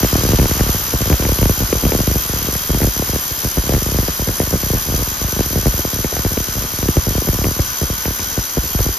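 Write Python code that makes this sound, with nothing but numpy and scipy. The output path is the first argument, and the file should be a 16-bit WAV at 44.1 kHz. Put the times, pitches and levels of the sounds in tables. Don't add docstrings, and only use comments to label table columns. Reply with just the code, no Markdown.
import sys
import numpy as np
from scipy import signal
from scipy.fft import rfft, irfft, next_fast_len
from scipy.io import wavfile
from scipy.ndimage import uniform_filter1d

SR = 44100
rng = np.random.default_rng(int(sys.argv[2]) if len(sys.argv) > 2 else 0)


def store_pcm(level_fs):
    pcm = np.round(np.clip(level_fs, -1, 1) * 32767).astype(np.int16)
    wavfile.write(sys.argv[1], SR, np.atleast_2d(pcm).T)


N = 396018
SIZE = next_fast_len(N + SR)
HZ = np.maximum(np.arange(SIZE // 2 + 1), 1) * SR / SIZE


def undb(db):
    return 10 ** (np.asarray(db) / 20)


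def across(table, axis=1):
    table = np.array(table, float)
    return np.interp(np.log(HZ), np.log(table[:, 0]), table[:, axis])


def across_complex(table):
    return across(table) + 1j * across(table, axis=2)


def unit(x):
    return x / np.sqrt(np.mean(x ** 2))


def walk(rate_hz):
    hold = int(SR / rate_hz)
    held = np.repeat(rng.standard_normal(N // hold + 1), hold)
    return unit(uniform_filter1d(held, hold)[:N])


def swell(t, peak_s):
    return (t / peak_s) * np.exp(1 - t / peak_s)


def hammer(blows_per_s):
    turns = np.cumsum(blows_per_s / SR) - 0.04
    blows = np.flatnonzero(np.diff(np.floor(turns)))
    return blows, turns


def struck_echoes(blows, chance):
    jitter_s, strength_db, decay_60db_s = .000015, 2.0, 0.34
    late = np.clip(blows + (jitter_s * SR * chance[0]).astype(int), 0, N - 1)
    pulses = np.zeros(N)
    pulses[late] = undb(strength_db * chance[1])
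    t = np.arange(SR // 4) / SR
    echoes = rng.standard_normal((3, len(t))) * undb(-60 * t / decay_60db_s)
    share = np.array([undb(8 * walk(1.5)) for _ in echoes])
    share /= np.sqrt(np.sum(share ** 2, axis=0))
    return unit(sum(signal.fftconvolve(pulses * w, e)[:N] for w, e in zip(share, echoes)))


def grinding_hiss(blows, turns, chance):
    strength = undb(2.8 * chance[2])[turns.astype(int) % len(blows)]
    flutter = .12 * np.sin(8 * np.pi * turns)
    flare = 1.2 + strength * np.sin(np.pi * (turns % 1) ** 0.5) ** 2 + flutter
    return unit(flare * rng.standard_normal(N))


def excitation(blows, turns, chance):
    struck = rfft(struck_echoes(blows, chance), SIZE)
    grinding = rfft(grinding_hiss(blows, turns, chance), SIZE)
    even = rfft(rng.standard_normal(N), SIZE)
    low = 1 / (1 + (HZ / 2400) ** 2)
    high_share = .22
    knock = undb(-3.5) * (low + high_share) / (1 + (850 / HZ) ** 4)
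    calm = .8 / (1 + (HZ / 3900) ** 6)
    return knock * struck + np.sqrt(1 - calm) * grinding + np.sqrt(calm) * even


def drill(blows, turns, db, treble_db):
    # frequency in Hz, gain in dB (relative density).
    sum_colour = [(150, -4), (500, -7.5), (1300, -10), (2230, -11), (3680, -10), (5700, -8), (6700, -10),
                  (7450, -10.5), (7750, -42), (8850, -117), (9100, -19.5), (10200, -14), (11300, -8.5),
                  (12700, -8), (13800, -9.5), (14350, -30)]
    difference_colour = [(150, -18.5), (900, -15), (1500, -4.5), (1800, -18.5), (2300, -20), (3690, -12),
                         (5250, -13), (6100, -10), (7500, -8), (10900, -16), (11800, -46), (12200, -46),
                         (12500, -34), (13200, -10), (14200, -19.5)]
    # frequency in Hz, in-phase part,
    # part a quarter cycle ahead (both ratios).
    likeness = [(905, 0.35, .65), (1550, -0.16, 0.6), (3200, .3, .5), (4650, 0.43, .3), (5500, 0.35, -0.49),
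                (7200, 0.17, -.8), (8300, 0, 0), (10500, 0, .8), (11900, 0, 0), (13300, 0, -.93)]
    # centre in Hz, full width at half gain in Hz,
    # nominal level above the hiss in dB (below 0: a dip).
    drill_rings = [(1005, 30, 3), (1080, 240, 4), (1160, 30, 3), (1235, 30, 3), (1505, 35, 5.5),
                   (1720, 250, 2), (3075, 100, 3.5), (3210, 40, 8.5), (3980, 35, 5), (4750, 300, 2.5),
                   (5020, 90, 7), (5395, 50, 5), (6150, 600, 3.5), (5845, 25, 4.5), (5925, 30, 8.5),
                   (5985, 25, 7), (6022, 20, 11), (6052, 20, 12), (6100, 25, 6), (6160, 25, 6),
                   (6220, 25, 7), (6285, 25, 5), (6345, 25, 6), (6420, 20, 6), (6510, 25, 4),
                   (6920, 80, 2.5), (7130, 100, 3.5), (10850, 500, 6), (11350, 200, -3), (11750, 500, 8),
                   (12400, 200, 6.5), (12680, 300, -5), (13200, 450, 11)]
    # frequency in Hz, growth in dB per s.
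    growth = [(1000, .6), (1200, -.6), (1500, .3), (3200, -.1), (6300, .6), (8000, 0)]

    chance = rng.standard_normal((len(blows), 3)).T
    one, other = (excitation(blows, turns, chance) for _ in range(2))
    alike = across_complex(likeness)
    unlike = np.sqrt(np.clip(1 - abs(alike) ** 2, 0, 1))
    mid = one * undb(across(sum_colour))
    side = (alike * one + unlike * other) * undb(across(difference_colour))
    pair = np.array([mid + side, mid - side])

    split_hz = 8300
    top = 1 / (1 + (split_hz / HZ) ** 8)
    body = irfft(pair * (1 - top), SIZE)[:, :N] * undb(0.35 * walk(20))
    treble = irfft(pair * top, SIZE)[:, :N]
    from_middle_s = np.arange(N) / SR - N / SR / 2
    for hz, width_hz, ring_db in drill_rings:
        peak = (undb(ring_db) - 1) / (1 + (2 * (HZ - hz) / width_hz) ** 2)
        ring = irfft(pair * peak, SIZE)[:, :N]
        grown_db = from_middle_s * np.interp(hz, *np.transpose(growth))
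        slow_db = min(40 / width_hz, 1.2) * walk(2.5)
        fast_db = 1.8 * walk(16)
        band = treble if hz > split_hz else body
        band += ring * undb(grown_db + slow_db + fast_db)
    treble = treble * undb(treble_db + 0.51 * walk(15))
    return undb(db) * unit(body + treble)


def small_jumps(blows):
    kicks = np.zeros(N)
    chance = rng.random((len(blows), 3)).T
    heights = (chance[0] < .35) * (2 * chance[1] - 1) * 0.14
    at = np.clip(blows + (.004 * SR * chance[2]).astype(int), 0, N - 1)
    kicks[at] = heights
    return signal.lfilter([.035], [1, .035 - 1], kicks)


def thumps(blows):
    # time in s, signed height of the ideal step before filtering (full scale = 1).
    jumps = [(0.0053, -0.25), (0.0302, 1.16), (0.032, -0.6), (0.0454, -0.7), (0.0462, 0.99),
             (0.0597, -0.21), (0.1276, -0.94), (0.1521, 0.76), (0.1541, -0.92), (0.1548, 0.51),
             (0.1779, 0.39), (0.1826, -0.48), (0.1961, 0.26), (0.2041, 0.14), (0.2089, -0.16), (0.21, 0.28),
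             (0.221, 0.15), (0.2339, -0.78), (0.2496, 0.6), (0.2507, -0.52), (0.2639, 0.48), (0.2889, -0.9),
             (0.3044, 0.54), (0.3051, 0.23), (0.3193, -0.54), (0.3326, 1.41), (0.3442, -0.75),
             (0.3549, -0.15), (0.3868, -1.11), (0.3962, 1.05), (0.4115, 0.18), (0.4136, 0.33),
             (0.4153, -0.79), (0.4161, -0.15), (0.4283, 0.83), (0.4416, -0.66), (0.4551, -0.57),
             (0.4559, 0.63), (0.4927, -0.39), (0.5116, 0.78), (0.5507, -0.28), (0.5668, -0.36),
             (0.5936, -0.16), (0.5949, -0.5), (0.6056, 0.22), (0.6063, 1.17), (0.6073, -0.17),
             (0.6349, -0.4), (0.6633, 0.45), (0.6902, -0.13), (0.691, -0.78), (0.7442, 0.49),
             (0.7589, -0.27), (0.7977, 0.16), (0.8142, 0.16), (0.8815, -0.16), (0.932, -0.25),
             (0.9363, -0.21), (0.9372, 0.79), (0.9488, -0.49), (1.0053, 0.49), (1.0176, -0.66),
             (1.0573, 0.42), (1.0591, 0.19), (1.0733, -0.44), (1.0986, -0.38), (1.0993, -0.53),
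             (1.1003, 0.83), (1.1095, -0.37), (1.1141, 0.83), (1.1226, -0.78), (1.124, -0.15),
             (1.1269, 0.32), (1.1281, 0.55), (1.1405, -0.52), (1.1412, 0.19), (1.1965, -0.61),
             (1.2185, 0.22), (1.2223, 0.46), (1.2232, -0.32), (1.2369, 0.33), (1.2469, 0.22),
             (1.2492, 0.41), (1.2512, -0.41), (1.2644, 0.57), (1.2871, -0.29), (1.2889, -0.39),
             (1.2907, -0.65), (1.292, 0.29), (1.2927, -0.19), (1.3185, 0.77), (1.3576, -0.2),
             (1.3868, -0.68), (1.4133, 0.39), (1.4144, 0.22), (1.4152, 0.91), (1.4278, -1.11),
             (1.4552, 1.09), (1.4943, -1.27), (1.509, 0.41), (1.5112, 0.17), (1.5742, 0.31),
             (1.6032, -0.62), (1.6049, 0.15), (1.6143, 0.21), (1.617, 0.2), (1.6198, -0.56), (1.6329, 0.27),
             (1.6339, 0.39), (1.6872, -0.19), (1.7014, -0.2), (1.7253, 0.22), (1.7262, -0.86),
             (1.7273, 0.99), (1.7286, -0.64), (1.7302, -0.14), (1.7518, 0.53), (1.7537, 0.26),
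             (1.7702, 0.24), (1.825, 0.29), (1.8348, -0.78), (1.8383, -0.4), (1.839, -0.18), (1.8515, 0.82),
             (1.8533, -0.66), (1.8641, 0.72), (1.8656, 0.33), (1.8665, -0.26), (1.8795, -0.21),
             (1.8907, -0.3), (1.8917, 0.16), (1.8937, 0.23), (1.9188, -0.55), (1.9196, 0.64),
             (1.9209, -0.56), (1.9327, 0.31), (1.9334, -0.42), (1.9441, 0.16), (1.9484, 1.05),
             (1.9494, -0.47), (1.9609, -0.19), (1.9767, 0.15), (1.9888, 0.59), (1.9901, -0.15),
             (2.0021, -0.82), (2.0044, 0.37), (2.0332, 0.27), (2.0739, -1.07), (2.0867, 0.16),
             (2.0988, 0.25), (2.1017, 0.2), (2.1124, 0.64), (2.1431, -0.22), (2.1555, -0.8), (2.1667, 0.33),
             (2.1983, 0.14), (2.2522, 0.18), (2.2936, -0.42), (2.3347, 0.51), (2.3603, -0.28),
             (2.3741, 0.14), (2.3898, -0.19), (2.4182, 0.28), (2.4434, -0.17), (2.4455, 0.21),
             (2.4687, -0.24), (2.4844, -0.46), (2.4856, 0.32), (2.4998, -0.14), (2.5273, 0.3),
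             (2.5523, -0.37), (2.5556, 0.19), (2.6924, 0.52), (2.6932, 0.14), (2.7021, -0.78),
             (2.7322, 0.38), (2.7451, -0.75), (2.7462, -0.16), (2.7469, 0.38), (2.7595, -0.17),
             (2.7716, 0.4), (2.8022, -0.33), (2.803, 0.33), (2.8038, -0.33), (2.8149, 0.8), (2.8166, -0.52),
             (2.8262, 0.3), (2.8287, -0.15), (2.8306, -0.15), (2.8313, -0.61), (2.8438, 1.08),
             (2.8709, -0.72), (2.8833, 0.3), (2.9636, 0.31), (2.9935, -0.59), (2.9952, 0.33),
             (3.0222, -0.58), (3.0229, 0.47), (3.0238, -0.16), (3.0754, 0.16), (3.0927, 0.49),
             (3.1321, -0.55), (3.1469, -0.25), (3.1585, 0.44), (3.1595, -0.45), (3.1863, 0.14),
             (3.3106, -0.24), (3.434, -0.16), (3.447, 0.62), (3.4584, -0.3), (3.4705, -0.23),
             (3.5711, 0.85), (3.5804, -0.77), (3.5952, 0.2), (3.6367, 0.26), (3.6539, 0.16), (3.6679, 0.28),
             (3.6925, -1.05), (3.6934, 0.36), (3.7037, 0.2), (3.7061, 0.24), (3.7068, -0.26),
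             (3.7086, -0.14), (3.7187, 0.24), (3.7216, -0.42), (3.7224, 0.44), (3.7231, -0.46),
             (3.7365, 1.05), (3.7471, -0.75), (3.7639, 0.56), (3.7764, -0.42), (3.7787, -0.17),
             (3.82, 0.47), (3.8618, -0.55), (3.8873, 0.43), (3.9182, 0.46), (3.9439, -0.66),
             (3.9576, -0.38), (3.9858, 1.01), (3.9997, -0.35), (4.0276, -0.42), (4.0405, 0.18),
             (4.0817, 0.42), (4.0825, -0.59), (4.0921, 0.27), (4.1936, -0.53), (4.2195, 0.43),
             (4.2726, -0.43), (4.2758, 0.32), (4.2863, 0.26), (4.29, 0.25), (4.2909, -0.63), (4.3045, 0.23),
             (4.4003, 1.22), (4.4011, -0.85), (4.4157, 0.29), (4.4164, -0.4), (4.4299, -0.48),
             (4.4716, 0.36), (4.5087, -0.27), (4.5271, 0.64), (4.5359, -0.79), (4.537, 0.28), (4.539, 0.44),
             (4.5399, -0.22), (4.5413, -0.29), (4.5534, -0.23), (4.5546, 0.53), (4.5681, -0.22),
             (4.6322, -0.51), (4.662, 0.33), (4.7018, 0.74), (4.7052, -0.22), (4.7317, -0.18),
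             (4.734, -0.77), (4.7469, 0.57), (4.7574, -0.24), (4.7718, 0.14), (4.7731, 0.19),
             (4.8579, -0.16), (4.8713, -0.18), (4.885, -0.41), (4.8979, 0.39), (4.9213, 0.4),
             (4.9399, -0.63), (4.9498, 0.35), (4.9768, -0.23), (4.9904, 0.29), (4.9956, -0.23),
             (5.0092, -0.22), (5.022, 0.46), (5.073, -0.31), (5.1146, 0.23), (5.214, -0.46), (5.2417, 0.42),
             (5.2429, 0.33), (5.2826, -0.21), (5.3261, -0.41), (5.3632, 0.44), (5.3682, 0.28),
             (5.3912, -0.86), (5.406, 0.81), (5.4069, -0.6), (5.4087, 0.24), (5.4592, -0.32),
             (5.5051, -0.28), (5.5284, 0.32), (5.5317, 0.24), (5.5456, -0.14), (5.5566, 0.81),
             (5.5576, -0.21), (5.5591, -0.23), (5.5601, -0.28), (5.5741, -0.54), (5.5883, 0.45),
             (5.6287, -0.27), (5.6571, 1.2), (5.6679, -1.07), (5.669, 0.14), (5.6794, 0.57),
             (5.7375, -0.19), (5.739, -0.47), (5.7766, 0.18), (5.7908, 0.46), (5.7941, 0.16),
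             (5.7952, -0.17), (5.849, -0.69), (5.8497, 0.35), (5.8727, 0.19), (5.9309, -0.41),
             (5.9468, 0.15), (5.9601, -0.31), (5.9878, 0.44), (6.0014, -0.25), (6.043, 0.43),
             (6.0442, -0.61), (6.055, 0.34), (6.1224, -0.16), (6.1253, -0.32), (6.126, 0.24),
             (6.127, -0.22), (6.1399, 0.21), (6.1648, 0.19), (6.1655, -0.26), (6.1663, 0.47),
             (6.1907, -0.48), (6.2484, 0.9), (6.2622, -0.58), (6.2648, -0.34), (6.3056, 0.15),
             (6.3155, 0.41), (6.3344, -0.23), (6.3698, 0.39), (6.3742, 0.61), (6.3753, -0.51),
             (6.4014, -0.45), (6.4834, -0.28), (6.552, 0.25), (6.5667, 0.31), (6.5793, -0.23),
             (6.5805, -0.24), (6.6101, -0.17), (6.6214, 0.26), (6.6382, 0.18), (6.639, -0.17),
             (6.6473, -0.24), (6.735, 0.21), (6.7865, -0.33), (6.8275, 0.67), (6.8416, -0.23),
             (6.856, -0.42), (6.8834, 0.18), (6.8842, -0.21), (6.8849, 0.39), (6.8856, 0.87),
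             (6.887, -0.87), (6.902, -0.18), (6.9576, 0.24), (6.9678, -1.35), (6.9722, 0.71),
             (6.9859, 0.34), (7.068, -0.7), (7.0816, 0.61), (7.1059, -0.41), (7.1221, 0.19), (7.1514, 0.66),
             (7.179, -0.79), (7.2186, 0.24), (7.2193, -0.44), (7.2209, 0.22), (7.2473, 0.18),
             (7.2714, 0.44), (7.2765, 0.43), (7.2864, -1.03), (7.2906, 0.26), (7.3301, 0.41),
             (7.344, -0.45), (7.3576, 0.16), (7.3871, 0.6), (7.4142, -0.38), (7.4155, -0.42),
             (7.4162, 0.24), (7.4399, 0.31), (7.4411, -0.32), (7.4423, 0.37), (7.4442, -0.25),
             (7.4526, 0.65), (7.4665, -0.74), (7.484, 0.49), (7.5104, -0.39), (7.5636, 0.22), (7.591, 0.68),
             (7.5955, -0.72), (7.8135, -0.52), (7.8173, 0.3), (7.8307, 0.51), (7.8409, -0.22),
             (7.8995, -0.59), (7.9275, 0.22), (8.0539, 0.19), (8.0546, -0.52), (8.0786, 0.53),
             (8.1062, -0.34), (8.1924, -0.18), (8.2213, 0.15), (8.3755, -0.68), (8.3888, 0.34),
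             (8.5698, -0.76), (8.5708, 0.29), (8.5795, 0.74), (8.5838, 0.14), (8.6381, -0.22),
             (8.653, -0.18), (8.7471, 0.54), (8.748, 0.37), (8.7891, -0.4), (8.7909, -0.49), (8.792, -0.38),
             (8.7936, -0.15), (8.8003, -0.14), (8.8031, 0.51), (8.8053, 0.44), (8.851, -0.18),
             (8.862, 0.68), (8.8878, -0.38), (8.8905, -0.27)]
    # frequency in Hz, dB re an ideal step.
    edge = [(10, -70), (21, -47), (32, -17), (43, -8.5), (53, 0), (70, 1.5), (160, 1.5), (480, 2.5),
            (700, -2), (970, -8), (1350, -10), (2200, -7), (5000, -103)]
    # frequency in Hz, in-phase part,
    # part a quarter cycle ahead (both ratios).
    lean_ratio = [(40, -0.0097, 0.051), (170, -0.01, 0.17), (350, -.07, 0.18), (540, 0.17, 0.28),
                  (790, 0.58, .1), (2000, 0.054, .1)]

    kicks = small_jumps(blows)
    s, height = np.transpose(jumps)
    np.add.at(kicks, (s * SR).astype(int), height)
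    chatter_share, chatter_s = 0.073, 0.0029
    size, late = rng.random((len(jumps), 2, 3)).transpose(1, 2, 0)
    slips = chatter_share * (2 * size - 1) * abs(height)
    np.add.at(kicks, ((s + chatter_s * late) * SR).astype(int), slips - slips.mean(axis=0))

    steps = rfft(kicks, SIZE) * SR / (2j * np.pi * HZ) * undb(across(edge))
    edge_late_s = 0.00056
    steps = steps * np.exp(-2j * np.pi * HZ * edge_late_s * (HZ > 1350))
    lean = across_complex(lean_ratio)
    return irfft(np.array([steps * (1 + lean), steps * (1 - lean)]), SIZE)[:, :N]


def cracks():
    crack_rows = sorted([(0.0303, -29, 1890), (0.046, -16, 2800), (0.1551, -16, 1940), (0.2508, -17, 1770),
                  (0.2893, -19.5, 1770), (0.3192, -20, 2670), (0.3326, -21, 2410), (0.3868, -21, 2540),
                  (0.3962, -13, 2110), (0.4144, -22, 2160), (0.428, -20, 2200), (0.4557, -12, 2070),
                  (0.5117, -20, 2070), (0.5943, -14, 1890), (0.6075, -15, 1850), (0.6916, -17, 1810),
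                  (1.0178, -17, 2200), (1.1004, -13, 2540), (1.1275, -9, 2110), (1.2232, -13, 2370),
                  (1.2513, -10, 2060), (1.2908, -17, 2020), (1.3874, -18, 2890), (1.4279, -11, 2020),
                  (1.4555, -13.5, 2200), (1.4946, -17, 2600), (1.727, -12.5, 2470), (1.8515, -13, 2670),
                  (1.9195, -9, 2060), (1.9487, -18, 1950), (2.0022, -19, 2890), (2.074, -16, 2330),
                  (2.552, -18, 1850), (2.7453, -19, 1890), (2.817, -15, 1940), (2.8311, -16, 2200),
                  (2.8441, -15, 2020), (3.1599, -19, 2490), (3.6929, -16, 2800), (3.7367, -18, 1980),
                  (3.7483, -13, 1810), (3.986, -19, 1980), (4.2868, -15, 1670), (4.4006, -18, 2330),
                  (4.4163, -20, 1940), (5.3915, -19, 1770), (5.4061, -17, 2390), (5.6676, -17, 2150),
                  (6.044, -16, 2070), (6.1661, -14, 1680), (6.2486, -23, 2240), (6.3744, -19, 2450),
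                  (6.8276, -19, 2560), (6.9679, -16, 2410), (7.2866, -19, 2110), (7.443, -10, 2400),
                  (7.453, -19, 1940), (7.5954, -22, 2020), (7.8996, -23, 2200), (8.0546, -11, 2110),
                  (8.1933, -15, 2450)] + [(6.8834, -17, 2900), (8.792, -16, 3100)])
    blip_peak_s, blip_sigma_s = .0006, .00032
    knock_share, knock_pitch_ratio, knock_peak_s = .35, .42, .0014
    grit_share, grit_peak_s = .9, .0012

    length = 300
    out, t = np.zeros(N + length), np.arange(length) / SR
    smooth = uniform_filter1d(rng.standard_normal((len(crack_rows), length + 1)), size=7)
    grit = np.diff(uniform_filter1d(smooth, size=7)) * swell(t, grit_peak_s)
    for (s, db, hz), rough in zip(crack_rows, grit):
        at = int(s * SR)
        blip = np.sin(2 * np.pi * hz * t) * np.exp(-.5 * ((t - blip_peak_s) / blip_sigma_s) ** 2)
        knock = np.sin(2 * np.pi * knock_pitch_ratio * hz * t) * swell(t, knock_peak_s)
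        out[at:at + length] += undb(db) * (blip + knock_share * knock + grit_share * rough)
    return out[:N] * undb([[0.5], [-3.5]])


def scene():
    now = np.arange(N) / SR
    start_per_s, sag_per_s2, waver_per_s = 73.17, .155, .06
    blows, turns = hammer(start_per_s - sag_per_s2 * now + waver_per_s * walk(1))
    level_db, fade_db_per_s, start_db, settle_s = -21.5, 0.1168, 3, 1.45
    db = level_db - fade_db_per_s * now + start_db * np.exp(-now / settle_s)
    treble_level_db, treble_start_db, treble_settle_s = 0.53, -2.5, 0.66
    treble_db = treble_level_db + treble_start_db * np.exp(-now / treble_settle_s)
    return drill(blows, turns, db, treble_db) + thumps(blows) + cracks()


def record(dry):
    corners_hz, top_hz = np.geomspace(16.3, 1636, 14), 14357
    smear = np.exp(-2j * sum(np.arctan(HZ / corner) for corner in corners_hz))
    smeared = irfft(rfft(dry, SIZE) * smear, SIZE)[:, :N]
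    rounded = np.tanh(0.76 * smeared) / 0.72
    low_pass = signal.ellip(8, .2, 60, top_hz, fs=SR, output="sos")
    return signal.sosfilt(low_pass, rounded)


dry = scene()
out = record(dry)
store_pcm(out)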